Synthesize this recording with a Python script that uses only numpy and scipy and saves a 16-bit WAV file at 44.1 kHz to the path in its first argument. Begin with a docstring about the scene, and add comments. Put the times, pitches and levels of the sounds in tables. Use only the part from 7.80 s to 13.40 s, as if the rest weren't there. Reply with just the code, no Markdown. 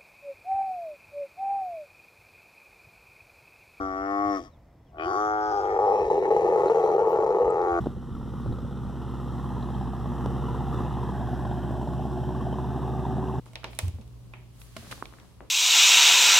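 """A throbbing, barking exhaust: a four-cylinder diesel tractor slowly nears across an open field.
Each firing puffs gas and rings the pipe. It pulls a forage harvester: the cutter drum, geared to the
engine, drones and whines; chopped crop hisses, rattles and clinks up the spout. Ground bounce notches
the noise. Early on, light wind buffets the microphone; a few small knocks reach it."""
import sys
import numpy as np
from scipy import signal
from scipy.fft import rfft, irfft
from scipy.io import wavfile
from scipy.ndimage import uniform_filter1d

SR = 44100
rng = np.random.default_rng(int(sys.argv[2]) if len(sys.argv) > 2 else 0)


def wav_out(sig):
    """Save sig, one row per channel (or a flat mono array), as 16-bit PCM at SR to the path in sys.argv[1]."""
    wavfile.write(sys.argv[1], SR, np.round(np.clip(np.atleast_2d(sig).T, -1, 1) * 32767).astype(np.int16))


N = 246959
TIME_S, BINS_HZ = np.arange(N) / SR, np.fft.rfftfreq(N, 1 / SR)

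# engine speed: t/s, firing rate/Hz
FIRING_HZ = [(0, 64.82), (.8, 64.13), (1.3, 66.01), (1.7, 65.53), (2, 64.74), (2.4, 65.46), (2.9, 65.93),
             (3.4, 66.4), (4, 66.43), (4.5, 67.61), (5, 68.63), (5.6, 69.55)]
# cylinder strengths in firing order: level/dB
CYLINDER_DB = [1, -1.3, -1.8, 2.8]
# loudness; the level dips briefly after the opening knock, then grows as the tractor nears: t/s, level/dB
LOUDNESS_DB = [(0.0, -2.5), (0.17, -12), (0.58, -6), (0.75, -6), (0.95, -7), (1.55, -3), (1.98, -2),
               (2.12, -3.5), (2.4, -1), (2.8, -0.7), (2.98, -0.1), (3.15, -1.1), (4.3, -1.06), (5.6, -1)]
# exhaust lines, quarter steps from unequal cylinders: multiple of firing rate, level/dB
EXHAUST_LINES = [(1.75, -8), (2, -1), (2.25, -6), (2.5, -10), (2.75, -25), (3, -4), (3.25, -16.5),
                 (3.75, -10), (4.25, -14), (4.75, -19), (5, -13.5), (5.75, -22), (6, -26)]
# exhaust spectra: f/Hz, level/dB
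RUMBLE_DB = [(20, -45), (50, -23), (88, -12), (115, -13), (150, 2), (200, -1.5), (250, 1), (330, -7),
             (440, -8), (600, -14.5), (1000, -37), (2500, -74)]
BARK_DB = [(100, -21), (300, 1.5), (480, 6.5), (650, 5), (800, 5.5), (1050, -4.5), (1350, -2.5),
           (1550, -24), (1900, -16), (2400, -27), (3300, -28), (4300, -19), (7000, -102)]
PIPE_DB = [(300, -40), (650, 6), (850, -1.5), (1300, -5), (1550, -28), (3000, -70)]
# extra-hard firings: t/s, boost/dB
HARD_BARKS = [(0.728, 9), (0.79, 7), (1.07, 6), (2.058, 4), (2.136, 5), (2.259, 2), (2.503, 2.5),
              (3.292, 3), (3.653, 4), (3.713, 1.5), (4.013, 3), (4.55, 4.5), (4.61, 4), (4.759, 3),
              (5.078, 4), (5.255, 3), (5.497, 4.5)]
# ground bounce, moving with the tractor: t/s, first dip/Hz, upper mids/dB, crest/dB
GROUND_BOUNCE = [(0, 636, -2.5, -1.5), (1, 677, -1.5, -1.5), (2, 568, -0.5, 2.5), (2.75, 642, 1.5, 3.5),
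                 (3.15, 590, 2, 7), (3.55, 502, 2, 5.5), (4.4, 497, -4.5, 4.5), (5, 560, 0.5, 5),
                 (5.6, 543, 0, 5.5)]
# knife whine: multiple of knife rate, level/dB
WHINE_LINES = [(3, 2.5), (5, -11), (6, -8.5), (7, -5.5)]
# crop spray spectrum: f/Hz, level/dB
SPRAY_DB = [(200, -15), (900, 13.5), (1350, 13.5), (1800, 10.5), (2600, 2.5), (3400, -2.5), (4300, -5.5),
            (5700, -6.5), (7800, -9), (10000, -12), (12500, -13.5), (14500, -15)]
# spout resonances: t/s, lower ring/Hz, lower level/dB, upper level/dB
SPOUT_RINGS = [(0, 3030, -78, -71), (.6, 3150, -82, -75), (1.1, 3050, -74, -73), (1.7, 3270, -68, -72),
               (2.3, 3080, -73, -75), (2.65, 2930, -64, -70), (3.05, 2710, -67, -63),
               (3.25, 3280, -65, -71), (3.9, 3160, -65, -75), (4.25, 3080, -71, -74), (4.7, 3140, -67, -78),
               (4.9, 2920, -77, -63), (5.6, 2750, -73, -74)]
# diffuse treble spectrum: f/Hz, level/dB
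TREBLE_DB = [(100, -39), (2000, -45), (2900, -45), (3500, -7), (4500, 10), (6000, 7.5), (8000, 7.5),
             (11000, 1.5), (14000, -3)]
# wind spectrum: f/Hz, level/dB
WIND_DB = [(15, -18), (40, -14), (70, -10), (110, -8), (160, -12.5), (240, -15), (350, -23.5), (600, -59),
           (2000, -80)]
# wind buffets: t/s, level/dB, half length/s
BUFFETS = [(0.175, -31, 0.007), (0.337, -37, 0.028), (.7, -28.5, 0.027), (0.839, -31, 0.007),
           (1.069, -35, 0.015)]
# knocks at the microphone: t/s, level/dB, f/Hz, low-pass/Hz, relative tip level/dB
MIC_KNOCKS = [(.0585, -19, 300, 600, -35), (.0613, -18, 420, 900, -21), (.0675, -15, 130, 350, -45),
              (.0694, -9, 320, 520, -27), (2.409, -29, 900, 2500, -7), (2.4607, -12, 350, 1100, -8)]
# hard stalks hitting the spout: t/s, level/dB, f/Hz
STALK_HITS = [(1.94, -53, 3200), (2.668, -51, 2960), (2.944, -51, 3590), (2.973, -50, 3540),
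              (2.98, -52, 2830), (3.045, -53, 2660), (3.652, -54, 3300), (3.828, -50, 3170),
              (4.181, -54, 3020), (4.433, -53, 3150), (4.724, -48, 3130), (5.25, -53, 3470),
              (5.468, -54, 2790), (5.524, -52, 2780)]
# microphone ports, left minus right: f/Hz, level/dB
PORT_BALANCE_DB = [(30, -4.5), (65, -4), (110, -1.2), (200, .1), (370, .5), (680, .4), (1100, 0)]
# microphone ports, out-of-phase part: f/Hz, level/dB
PORT_QUADRATURE_DB = [(30, -4.5), (65, -5.5), (130, -9.2), (250, -15), (450, -19), (750, -29), (1200, -46)]


def amp(db):
    """dB to amplitude."""
    return 10 ** (np.asarray(db) / 20)


def unit_rms(x):
    """Scale to rms 1."""
    return x / np.sqrt(np.mean(x ** 2) + 1e-20)


def curves(rows, t=TIME_S):
    """Table columns, interpolated in time."""
    s, *columns = np.transpose(rows)
    return [np.interp(t, s, c) for c in columns]


def spectrum_db(points, hz=BINS_HZ):
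    """Spectrum interpolated in log frequency."""
    f, db = np.transpose(points)
    return np.interp(np.log(hz + 1), np.log(f + 1), db)


def bell(x, width):
    """Gaussian: 1 at zero, 1/e at width."""
    return np.exp(-(x / width) ** 2)


def noise(spectrum):
    """Coloured noise, rms 1."""
    return unit_rms(irfft(rfft(rng.standard_normal(N)) * amp(spectrum_db(spectrum)), N))


def drift(top_hz):
    """Random wander up to top_hz, rms 1."""
    t = np.linspace(0, TIME_S[-1], 1200)
    slow = sum(np.sin(2 * np.pi * (hz * t + rng.random())) for hz in top_hz * np.geomspace(.1, 1, 16))
    return np.interp(TIME_S, t, unit_rms(slow))


def tone(cycles):
    """Cosine, rms 1."""
    return np.sqrt(2) * np.cos(2 * np.pi * cycles)


def partials(cycles, table, waver_cycles, waver_db=1):
    """Lines of a rotation, wavering in level and phase."""
    return sum(amp(db + waver_db * drift(5)) * tone(k * cycles + rng.random() + waver_cycles * drift(5))
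               for k, db in table)


def layer_gain(db, follow, db_per_s):
    """A share of the machine's loudness curve plus a slow ramp."""
    return amp(db + follow * curves(LOUDNESS_DB)[0] + db_per_s * (TIME_S - 3))


def close_echo(hz, comb_hz=2250, fade_hz=4800):
    """Comb gain of a short echo at the microphone; long waves bend round the small reflector."""
    comb = abs(1 - np.exp(-2j * np.pi * hz / comb_hz) / (1 + (hz / fade_hz) ** 2))
    return 1 + (comb - 1) * np.minimum(2 * hz / comb_hz, 1)


def across_field(x, spectrum, fading_db, dip_db=8):
    """Source colour, ground-bounce dips, fading in moving air, close echo; rms 1."""
    hz, t, z = signal.stft(x, SR, nperseg=2048, noverlap=1536)
    hz = hz[:, None] + 1
    first_hz, mids_db, crest_db = curves(GROUND_BOUNCE, t)
    second_hz = 2.5 * first_hz
    third_hz = 2 * second_hz - first_hz
    dips = bell(np.log(hz / first_hz), .17) + bell(hz - second_hz, 130) + .5 * bell(hz - third_hz, 130)
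    crest = bell(np.log(hz / (1.42 * first_hz)), .36)
    mids = bell(np.log(hz / 1800), .34)
    ground_db = crest_db * crest + mids_db * mids - dip_db * dips
    patches = uniform_filter1d(rng.standard_normal(z.shape), 16, axis=0)
    patches = unit_rms(uniform_filter1d(patches, 14, axis=1))
    z = z * close_echo(hz) * amp(spectrum_db(spectrum, hz) + ground_db + fading_db * patches)
    return unit_rms(signal.istft(z, SR, nperseg=2048, noverlap=1536)[1][:N])


def blowdown(firings, rise_cycles, floor, uneven_db):
    """Gas flow per firing: quick rise, slower fall, strength by cylinder."""
    count = firings.astype(int)
    strength = amp(np.take(CYLINDER_DB, count % 4) + uneven_db * rng.standard_normal(512)[count])
    age = (firings % 1) / rise_cycles
    return floor + strength * age * np.exp(1 - age)


def exhaust(firings):
    """Firing note, overtones and gas puffs that rumble, bark and ring the pipe."""
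    note = layer_gain(db=-34.5, follow=1, db_per_s=-.33) * amp(.25 * drift(7.3)) * tone(firings - .13)
    overtones = partials(firings, EXHAUST_LINES, waver_cycles=.052)
    overtones *= layer_gain(db=-36, follow=1, db_per_s=-.8)
    puffs = blowdown(firings, rise_cycles=.13, floor=1, uneven_db=-3.5) * rng.standard_normal(N)
    rumble = across_field(puffs, RUMBLE_DB, fading_db=-.9)
    rumble *= layer_gain(db=-37.5, follow=.52, db_per_s=1.46) * crop_wad(db=6.5)
    hard = amp(sum(db * bell(TIME_S - s, .0047) for s, db in HARD_BARKS))
    bark = layer_gain(db=-44, follow=1.05, db_per_s=-.5) * gas_bark(firings)
    ring = layer_gain(db=-43.8, follow=1.2, db_per_s=.4) * pipe_ring(firings)
    return note + overtones + rumble + hard * (bark + ring)


def gas_bark(firings):
    """Pulsed gas noise: part repeats each engine cycle, part is fresh turbulence."""
    cycle = rng.standard_normal(2600)
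    repeating = cycle[(firings / 4 % 1 * len(cycle)).astype(int)]
    flow = blowdown(firings, rise_cycles=.14, floor=.14, uneven_db=.6)
    gas = flow * (.9 * repeating + rng.standard_normal(N))
    bark = across_field(gas, BARK_DB, fading_db=2.96)
    # even barks: each firing's energy follows its flow
    count = firings.astype(int)
    gain = np.sqrt(np.bincount(count, flow ** 2) / (np.bincount(count, bark ** 2) + 1e-9))
    return unit_rms(bark * uniform_filter1d(gain[count], 64))


def pipe_ring(firings, low_hz=700, high_hz=1330):
    """Each firing rings the pipe briefly at a random pitch."""
    hz = low_hz * (high_hz / low_hz) ** rng.random(512)[firings.astype(int)]
    chug = blowdown(firings, rise_cycles=.26, floor=0, uneven_db=.7) ** 1.6
    return across_field(chug * np.sin(2 * np.pi * np.cumsum(hz) / SR), PIPE_DB, fading_db=1)


def cutter_drum(firings, strokes_per_firing=1.8125):
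    """Engine-geared knives: growing drone and whine, fading octave."""
    strokes = strokes_per_firing * firings
    drone = layer_gain(db=-38, follow=.88, db_per_s=1.5) * amp(drift(1.9)) * tone(strokes)
    octave = layer_gain(db=-46, follow=1, db_per_s=-3.5) * amp(2 * drift(12)) * tone(2 * strokes)
    whine = partials(strokes, WHINE_LINES, waver_cycles=.015)
    whine *= layer_gain(db=-46.5, follow=1, db_per_s=2)
    bite_flutter = amp(2.2 * drift(28))
    return drone + octave + whine * bite_flutter


def grains(rate_hz, spread_db, cap):
    """Random crop impacts of uneven strength."""
    strength = rng.standard_normal(N) * amp(spread_db * np.minimum(rng.exponential(size=N), cap))
    return strength * (rng.random(N) < rate_hz / SR)


def crop_hiss(firings):
    """Chaff flung up the spout, pulsing slightly with the engine."""
    chaff = unit_rms(grains(rate_hz=2500, spread_db=2.8, cap=4))
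    spray = rng.standard_normal(N) + .25 * chaff
    spray *= blowdown(firings, rise_cycles=.35, floor=4.5, uneven_db=2.2)
    hiss = across_field(spray, SPRAY_DB, fading_db=.9)
    return layer_gain(db=-46.5, follow=.76, db_per_s=-.2) * crop_wad(db=1.5) * hiss


def resonate(x, hz, width_hz):
    """Unity-gain resonance; hz may glide."""
    phasor = np.exp(2j * np.pi * np.cumsum(hz * np.ones(N)) / SR)
    pole = np.exp(-np.pi * width_hz / SR)
    return 2 * (phasor * signal.lfilter([1 - pole], [1, -pole], x / phasor + 1e-18)).real


def spout_rattle(upper_hz=3620):
    """Crop rings the sheet metal; the lower ring shifts with where the stream lands."""
    rings = 0
    lower_hz, lower_db, upper_db = curves(SPOUT_RINGS)
    for hz, width_hz, db in (lower_hz, 260, lower_db), (upper_hz, 330, upper_db):
        taps = grains(rate_hz=900, spread_db=4, cap=3)
        rings += amp(db) * unit_rms(resonate(resonate(taps, hz, width_hz), hz, width_hz))
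    return rings


def treble_hiss():
    """Faint diffuse hiss, following the machine's level."""
    return layer_gain(db=-71, follow=.7, db_per_s=-.4) * noise(TREBLE_DB)


def wind(breeze_db=-47, db_per_s=-.8):
    """Low, lumpy pressure on the microphone: fading breeze, short buffets."""
    eddies = noise(WIND_DB)
    buffets = sum(amp(db) * np.exp(-((TIME_S - s) / half_s) ** 2 / 2) for s, db, half_s in BUFFETS)
    breeze = amp(breeze_db + 3.7 * drift(2.3) + db_per_s * TIME_S)
    return eddies * (buffets + breeze)


def knocks(decay_cycles=.62, tip_s=.00008, trim_db=-6):
    """Dull pushes dying within a cycle or two, each with a small hard tip."""
    out, t = np.zeros(N), np.arange(2048) / SR
    for s, db, hz, cutoff_hz, tip_db in MIC_KNOCKS:
        push = np.cos(2 * np.pi * hz * t) * np.exp(-t * hz / decay_cycles)
        soft = signal.lfilter(*signal.butter(2, cutoff_hz, fs=SR), push)
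        tip = amp(tip_db) * t / tip_s * np.exp(1 - t / tip_s)
        out[round(s * SR):][:len(t)] += amp(db + trim_db) * (soft / abs(soft).max() + tip)
    return irfft(rfft(out) * close_echo(BINS_HZ), N)


def stalk_clinks(decay_s=.0093, rise_s=.002, spread_hz=90):
    """Hard stalks strike the spout; three close modes ring briefly."""
    out, t = np.zeros(N), np.arange(4096) / SR
    envelope = (1 - np.exp(-t / rise_s)) * np.exp(-t / decay_s)
    for s, db, hz in STALK_HITS:
        modes = 0
        for k in -1, 0, 1:
            mode_hz = hz + spread_hz * (k + rng.uniform(-.93, .44))
            modes += np.sin(2 * np.pi * (mode_hz * t + rng.random()))
        slot = out[round(s * SR):][:len(t)]
        slot += (amp(db) * unit_rms(modes) * envelope)[:len(slot)]
    return out


def crop_wad(db, at_s=2.99, half_s=.07):
    """Gain swell as a thick wad loads the drum."""
    return amp(db * bell(TIME_S - at_s, half_s))


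def scene():
    """Machine dead ahead; the two ports differ in the bass, so deep notes and wind lean right."""
    firings = .42 + np.cumsum(curves(FIRING_HZ)[0]) / SR
    machine = exhaust(firings) + cutter_drum(firings) + crop_hiss(firings)
    machine += spout_rattle() + stalk_clinks()
    mid = machine + wind() + knocks()
    lean = np.tanh(spectrum_db(PORT_BALANCE_DB) * np.log(10) / 40)
    quadrature = amp(spectrum_db(PORT_QUADRATURE_DB))
    side = irfft(rfft(mid) * (lean + 1j * quadrature), N) + treble_hiss()
    return np.array([mid + side, mid - side])


def record(dry, fade_s=.004, cutoff_hz=14300):
    """Soft ends, then the band limit."""
    ends = np.minimum(np.minimum(TIME_S, TIME_S[-1] - TIME_S) / fade_s, 1)
    lowpass = signal.firwin(701, cutoff_hz, window=("kaiser", 9), fs=SR)
    return signal.oaconvolve(dry * ends, lowpass[None], "same")


dry = scene()
out = record(dry)
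wav_out(out)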